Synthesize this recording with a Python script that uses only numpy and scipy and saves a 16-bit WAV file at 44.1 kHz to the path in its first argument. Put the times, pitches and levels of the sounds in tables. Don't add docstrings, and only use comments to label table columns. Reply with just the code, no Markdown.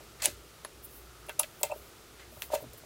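import sys
import numpy as np
from scipy import signal
from scipy.fft import rfft, irfft
from scipy.io import wavfile
from scipy.ndimage import uniform_filter1d

SR = 44100
rng = np.random.default_rng(int(sys.argv[2]) if len(sys.argv) > 2 else 0)


def bounce(signal):
    frames = np.transpose(np.atleast_2d(signal))
    limited = np.clip(frames, -1, 1)
    pcm = np.round(limited * 32767).astype(np.int16)
    wavfile.write(sys.argv[1], SR, pcm)


def gain_from_db(level_db):
    decades = np.asarray(level_db, float) / 20
    return 10 ** decades


N = 125685

# f/Hz, level/dB
CHUCK_MODES = [(1750, -12.5), (2105, -8.5), (2380, -14.5), (2600, -12.5), (2710, -7), (3100, -16.5),
               (3380, -13.5), (3700, -11.5), (4300, -9), (4900, -10), (7000, -15.5), (7400, -16),
               (7750, -10), (8350, -13), (9500, -11.5), (10800, -16), (12100, -41.5), (12900, -18.5),
               (14200, -17), (15000, -17)]


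def colour(x, hz, octaves):
    f = np.fft.rfftfreq(len(x), 1 / SR) + 1
    bell = np.exp(-.5 * (np.log2(f / hz) / octaves) ** 2)
    y = irfft(rfft(x) * bell, len(x))
    return y / np.sqrt(np.mean(y ** 2))


def ring(x, modes):
    out = 0
    for hz, db, t60 in modes:
        pole = np.exp(2j * np.pi * hz / SR - np.log(1000) / (t60 * SR))
        out = out + gain_from_db(db) * signal.lfilter([1], [1, -pole], x).imag
    return out


def add(out, s, x):
    i = int(s * SR)
    out[i:i + len(x)] += x[:N - i]


def walk(rate):
    curve = np.interp(np.arange(N) * rate / SR, np.arange(200), rng.standard_normal(200))
    return uniform_filter1d(curve, int(SR / rate / 2)) * 1.12


def hiss():
    # f/Hz, level/dB per Hz
    spectrum = [(15, -48), (25, -11), (40, -18), (58, -1), (72, -7.5), (87, -12), (110, -6), (159, -10.5),
                (197, -18), (238, -11), (273, -18.5), (349, -11), (634, -15.5), (1250, -20), (3230, -21.5),
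                (8000, -25), (15600, -29.5), (16200, -52)]
    f = np.fft.rfftfreq(N, 1 / SR) + 1
    hz, db = np.array(spectrum).T
    shape = gain_from_db(np.interp(np.log(f), np.log(hz), db))
    noise = irfft(rfft(rng.standard_normal(N)) * shape, N)
    return noise / noise.std() * gain_from_db(-54 + .5 * walk(4.84))


def rumble():
    level = gain_from_db(-63.5 + 2.5 * walk(9.44))
    return level * colour(rng.standard_normal(N), 366, 0.32)


def whine():
    level = gain_from_db(-66 + 1.8 * walk(3.5))
    return level * colour(rng.standard_normal(N), 1300, 0.17)


def hum():
    # t/s, level/dB
    swell = [(0.0, -74), (0.23, -54.5), (0.28, -82), (0.35, -56), (0.52, -63), (0.65, -89), (0.8, -61),
             (1.07, -57.5), (1.4, -71), (1.44, -68), (1.81, -56), (2.09, -74), (2.21, -58), (2.58, -60),
             (2.62, -84), (2.7, -54), (2.82, -84), (2.85, -76)]
    centre_hz, waver = 59, 0.035
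    phase = np.cumsum(centre_hz * (1 + waver * walk(11.33))) * 2 * np.pi / SR
    level = gain_from_db(np.interp(np.arange(N) / SR, *np.array(swell).T))
    return np.sqrt(2) * level * np.sin(phase)


def rustle():
    # t/s, level/dB
    strokes = [
        [(0.8, -78), (0.802, -80), (0.852, -41), (0.874, -60), (0.9, -58)],
        [(0.9, -56), (0.99, -53.5), (1.066, -70), (1.08, -76)],
        [(1.5, -78), (1.508, -77), (1.588, -56), (1.62, -51)],
        [(1.73, -62), (1.77, -54), (1.79, -59), (1.9, -65)],
        [(2.27, -72), (2.288, -81), (2.324, -56), (2.346, -58), (2.402, -53), (2.42, -49), (2.436, -46.5),
         (2.5, -63)],
        [(2.575, -69), (2.627, -51.5), (2.649, -79), (2.655, -68)],
        [(2.74, -63), (2.748, -75), (2.782, -51.5), (2.822, -76), (2.83, -83)],
    ]
    t = np.arange(N) / SR
    gain = sum(gain_from_db(np.interp(t, *np.array(stroke).T, left=-200, right=-200)) for stroke in strokes)
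    noise = colour(rng.standard_normal(N), 13500, .45)
    return gain * noise * gain_from_db(2.0 * walk(40.3))


def thumps():
    # t/s, level/dB, f/Hz, t60/s
    hand_thumps = [(0.273, -44.5, 298, 0.14), (0.281, -41, 150, 0.061), (0.299, -43, 87, 0.18),
                   (2.371, -45, 108, 0.092), (2.621, -43, 280, 0.19), (2.623, -56, 175, 0.15),
                   (2.622, -46.5, 107, 0.3), (2.661, -42, 170, 0.053), (2.827, -52.5, 183, 0.1)]
    out = np.zeros(N)
    t = np.arange(SR // 4) / SR
    for s, db, hz, t60 in hand_thumps:
        noise = colour(rng.standard_normal(len(t)), hz, 0.27)
        onset = np.minimum(t * hz, 1)
        add(out, s, gain_from_db(db - 60 * t / t60) * noise * onset)
    return out


def knocks():
    # t/s, drive level/dB, length/s, f/Hz
    shudders = [(.005, -45, 0.0037, 580), (0.226, -39.5, 0.0018, 740), (.245, -32.5, 0.0036, 636),
                (.259, -28.5, 0.0048, 732), (.266, -29.5, 0.0055, 705), (.281, -40, 0.0082, 564),
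                (0.648, -41.5, 0.00071, 960), (1.286, -36, 0.0051, 657), (1.294, -42, 0.00091, 690),
                (1.387, -32, 0.0091, 606), (1.398, -26, 0.0027, 994), (1.406, -32.5, 0.0044, 775),
                (1.432, -35, 0.012, 630), (1.613, -40, 0.0018, 605), (1.634, -23, 0.003, 726),
                (1.641, -24.5, 0.0055, 688), (1.657, -36, 0.0065, 796), (1.692, -26, 0.02, 614),
                (1.697, -37.5, 0.0047, 890), (1.711, -31, 0.0073, 783), (1.712, -25, 0.013, 600),
                (1.7205, -27, 0.0029, 810), (1.722, -29, 0.0085, 584), (1.759, -35, 0.0054, 470),
                (2.322, -44.5, 0.008, 610), (2.37, -44, 0.003, 600), (2.421, -47, 0.0011, 950),
                (2.5021, -37, 0.0021, 830), (2.515, -27.5, 0.01, 655), (2.529, -11.5, 0.016, 596.7),
                (2.528, -29, 0.011, 930), (2.5365, -21.5, 0.0021, 678), (2.551, -20, 0.016, 571),
                (2.553, -34, 0.0067, 920), (2.583, -38.5, 0.0067, 610), (2.604, -40, 0.0026, 613),
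                (2.625, -35.5, 0.0052, 483), (2.64, -44, 0.0022, 620), (2.736, -43.5, 0.0049, 440),
                (2.835, -46, 0.0028, 580)]
    # f/Hz, level/dB, t60/s
    housing_modes = [(440, -7, 0.12), (580, -11.5, 0.16), (627.4, 5, 0.049), (652, -22, 0.057),
                     (757, 0.5, 0.048), (852, -7, 0.065), (915.6, -1, 0.066), (969, -5.5, 0.061),
                     (1200, -3, 0.043)]
    push = np.zeros(N)
    for s, db, length, hz in shudders:
        n = max(int(length * SR), 4)
        window = np.hanning(n + 2)[1:-1]
        shudder = window * np.sin(2 * np.pi * hz * np.arange(n) / SR)
        add(push, s, gain_from_db(db) * 2 / n * shudder)
    bass_cut = signal.butter(3, 370, "high", fs=SR, output="sos")
    return signal.sosfilt(bass_cut, ring(push, housing_modes))


def scrapes():
    # start t/s, rise/s, fall time constant/s, level/dB, centre f/Hz, width/octaves
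    grit_bursts = [(0.189, 0.015, 0.031, -51, 1420, 1.7), (0.22, 0.0015, 0.035, -32.5, 5840, 2.14),
                   (.234, 0.02, 0.0044, -25.5, 5530, 1), (.26, 0.0049, 0.025, -37.5, 4700, 1.7),
                   (0.6489, 0.0011, 0.0072, -45, 1200, 0.6), (1.23, 0.018, 0.024, -59.5, 1300, 0.34),
                   (1.293, 0.0018, 0.012, -42.5, 1570, 0.89), (1.397, 0.0019, 0.017, -45, 1200, 0.19),
                   (1.432, 0.0013, 0.012, -42, 2440, 0.78), (1.6313, 0.00081, 0.0086, -49.5, 1350, 0.3),
                   (1.7, 0.021, 0.0059, -52, 2630, 0.14), (1.632, 0.00075, 0.034, -46, 3020, 0.6),
                   (2.183, 0.016, 0.044, -54, 1730, 1.35), (2.422, 0.0014, 0.014, -43.5, 3500, 1.4),
                   (2.505, 0.033, 0.036, -42, 3800, 2.8), (2.539, 0.0044, 0.0023, -34.5, 9000, 1.3),
                   (2.544, 0.009, 0.0035, -31, 9000, 4.5)]
    grits_per_s, grit_spread_db = 14000, 1.5
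    chuck_t60_s, chuck_db = .032, -25.5
    out = np.zeros(N)
    t = np.arange(SR // 4) / SR
    for s, rise, fall, db, hz, octaves in grit_bursts:
        clicks = rng.random(len(t)) < grits_per_s / SR
        sizes = gain_from_db(grit_spread_db * rng.exponential(size=len(t))) * rng.standard_normal(len(t))
        swell = np.minimum(t / rise, np.exp(-np.maximum(t - rise, 0) / fall))
        add(out, s, gain_from_db(db) * colour(clicks * sizes, hz, octaves) * swell)
    through_chuck = ring(out, [(hz, db, chuck_t60_s) for hz, db in CHUCK_MODES])
    return out + gain_from_db(chuck_db) * through_chuck


def bar_rings():
    # t/s, level/dB
    impulses = [(.222, -46), (0.243, -32), (.250, -33), (.261, -26), (0.648, -35), (1.287, -46),
                (1.3945, -19.5), (1.405, -47), (1.41, -30.5), (1.44, -53)]
    # f/Hz, level/dB, t60/s
    bar_modes = [(10200, -7, 0.015), (10250, -5, 0.051), (10670, -5, 0.041), (11000, -24, 0.021)]
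    strike = np.zeros(N)
    for s, db in impulses:
        strike[int(s * SR)] = gain_from_db(db)
    return ring(strike, bar_modes)


def chuck_ring(t, ring_db, ring_hz, t60):
    width_octaves, spot_db, detune, onset_s = 0.24, 2, 0.016, .0003
    out = np.zeros(len(t))
    spots = rng.standard_normal((len(CHUCK_MODES), 3))
    for (hz, mode_db), (weight, shift, phase) in zip(CHUCK_MODES, spots):
        nearness = np.exp(-.5 * (np.log2(hz / ring_hz) / width_octaves) ** 2)
        gain = gain_from_db(ring_db + mode_db + spot_db * weight - 60 * t / t60) * nearness
        sine = np.sin(2 * np.pi * (hz * (1 + detune * shift) * t + phase))
        out += gain * np.minimum(t / onset_s, 1) * sine
    return out


def ticks():
    # t/s, crack level/dB, colour f/Hz, hiss tail level/dB re crack,
    # chuck ring level/dB, ring centre f/Hz, ring t60/s
    cracks = [(.2200, -37, 6000, -10, -23, 4750, 0.028), (0.223, -40, 9000, -21, -17, 7260, 0.011),
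              (.2382, -39, 7500, -22, -15, 7340, .014), (0.2572, -28, 8500, -28, 2.5, 8700, 0.005),
              (.2571, -15.5, 4500, -20, -3, 15000, 0.01), (.2585, -35, 3000, -23, -22.5, 2670, 0.044),
              (.6485, -37, 2900, -14, -42, 4060, .03), (1.265, -50, 13000, -3, -60, 9000, .03),
              (1.2850, -50, 11000, -14, -37.5, 2600, 0.046), (1.294, -34.5, 11000, -16, -24.5, 2930, 0.032),
              (1.328, -46, 13000, -25, -64, 9000, .03), (1.3928, -35, 9000, 7, -42, 7000, .02),
              (1.3956, -16.5, 9900, -27, -13, 8600, .012), (1.3963, -22.5, 12000, -11, -1, 12000, 0.0092),
              (1.3972, -22, 11000, -18, -29.5, 2620, 0.065), (1.4286, -40, 9000, -8, -45, 9000, .02),
              (1.4322, -37, 7000, -10, -25, 3400, 0.031), (1.6315, -18, 8900, -18, -16.5, 3430, 0.024),
              (1.6335, -40, 3120, -16, -24.5, 2500, 0.058), (1.6319, -20, 14000, -22, -12, 14800, 0.044),
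              (1.632, -34, 8000, -10, -13.5, 7700, 0.024), (1.65, -49, 8300, -6, -29, 8200, 0.039),
              (1.717, -45, 8000, -20, -36.5, 8400, 0.037), (2.4206, -25, 12300, -25, -62, 3000, .03),
              (2.4211, -25.5, 2220, -31, -52, 4500, 0.026), (2.5272, -51, 5000, -18, -44, 4000, 0.035),
              (2.5417, -40, 9000, -12, -44, 7500, .03), (2.5513, -51, 9000, -18, -31.5, 2670, 0.065),
              (2.733, -52, 11000, 2.5, -47, 9000, .03)]
    crack_s, crack_octaves = .0003, 1.1
    hiss_t60_s, room_db, room_t60_s = .075, -30, 0.32
    out = np.zeros(N)
    t = np.arange(SR // 4) / SR
    blow = t / crack_s * np.exp(1 - t / crack_s)
    for s, db, hz, tail_db, ring_db, ring_hz, t60 in cracks:
        noise = colour(rng.standard_normal(len(t)), hz, crack_octaves)
        crack = blow * np.linalg.norm(blow) / np.linalg.norm(noise * blow)
        tail = gain_from_db(tail_db - 60 * t / hiss_t60_s) + gain_from_db(room_db - 60 * t / room_t60_s)
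        add(out, s, gain_from_db(db) * noise * (crack + tail))
        add(out, s, chuck_ring(t, ring_db, ring_hz, t60))
    return out


def scene():
    background = hiss() + rumble() + whine() + hum()
    hands = rustle() + thumps() + knocks()
    steel = scrapes() + bar_rings() + ticks()
    return (background + hands + steel)[None]


def top_cut(x):
    return signal.sosfilt(signal.butter(12, 16820, fs=SR, output="sos"), x)


def record(dry):
    low_pass = signal.cheby1(10, .5, 16000, fs=SR, output="sos")
    mix = signal.sosfilt(low_pass, dry)
    return top_cut(mix)


dry = scene()
out = record(dry)
bounce(out)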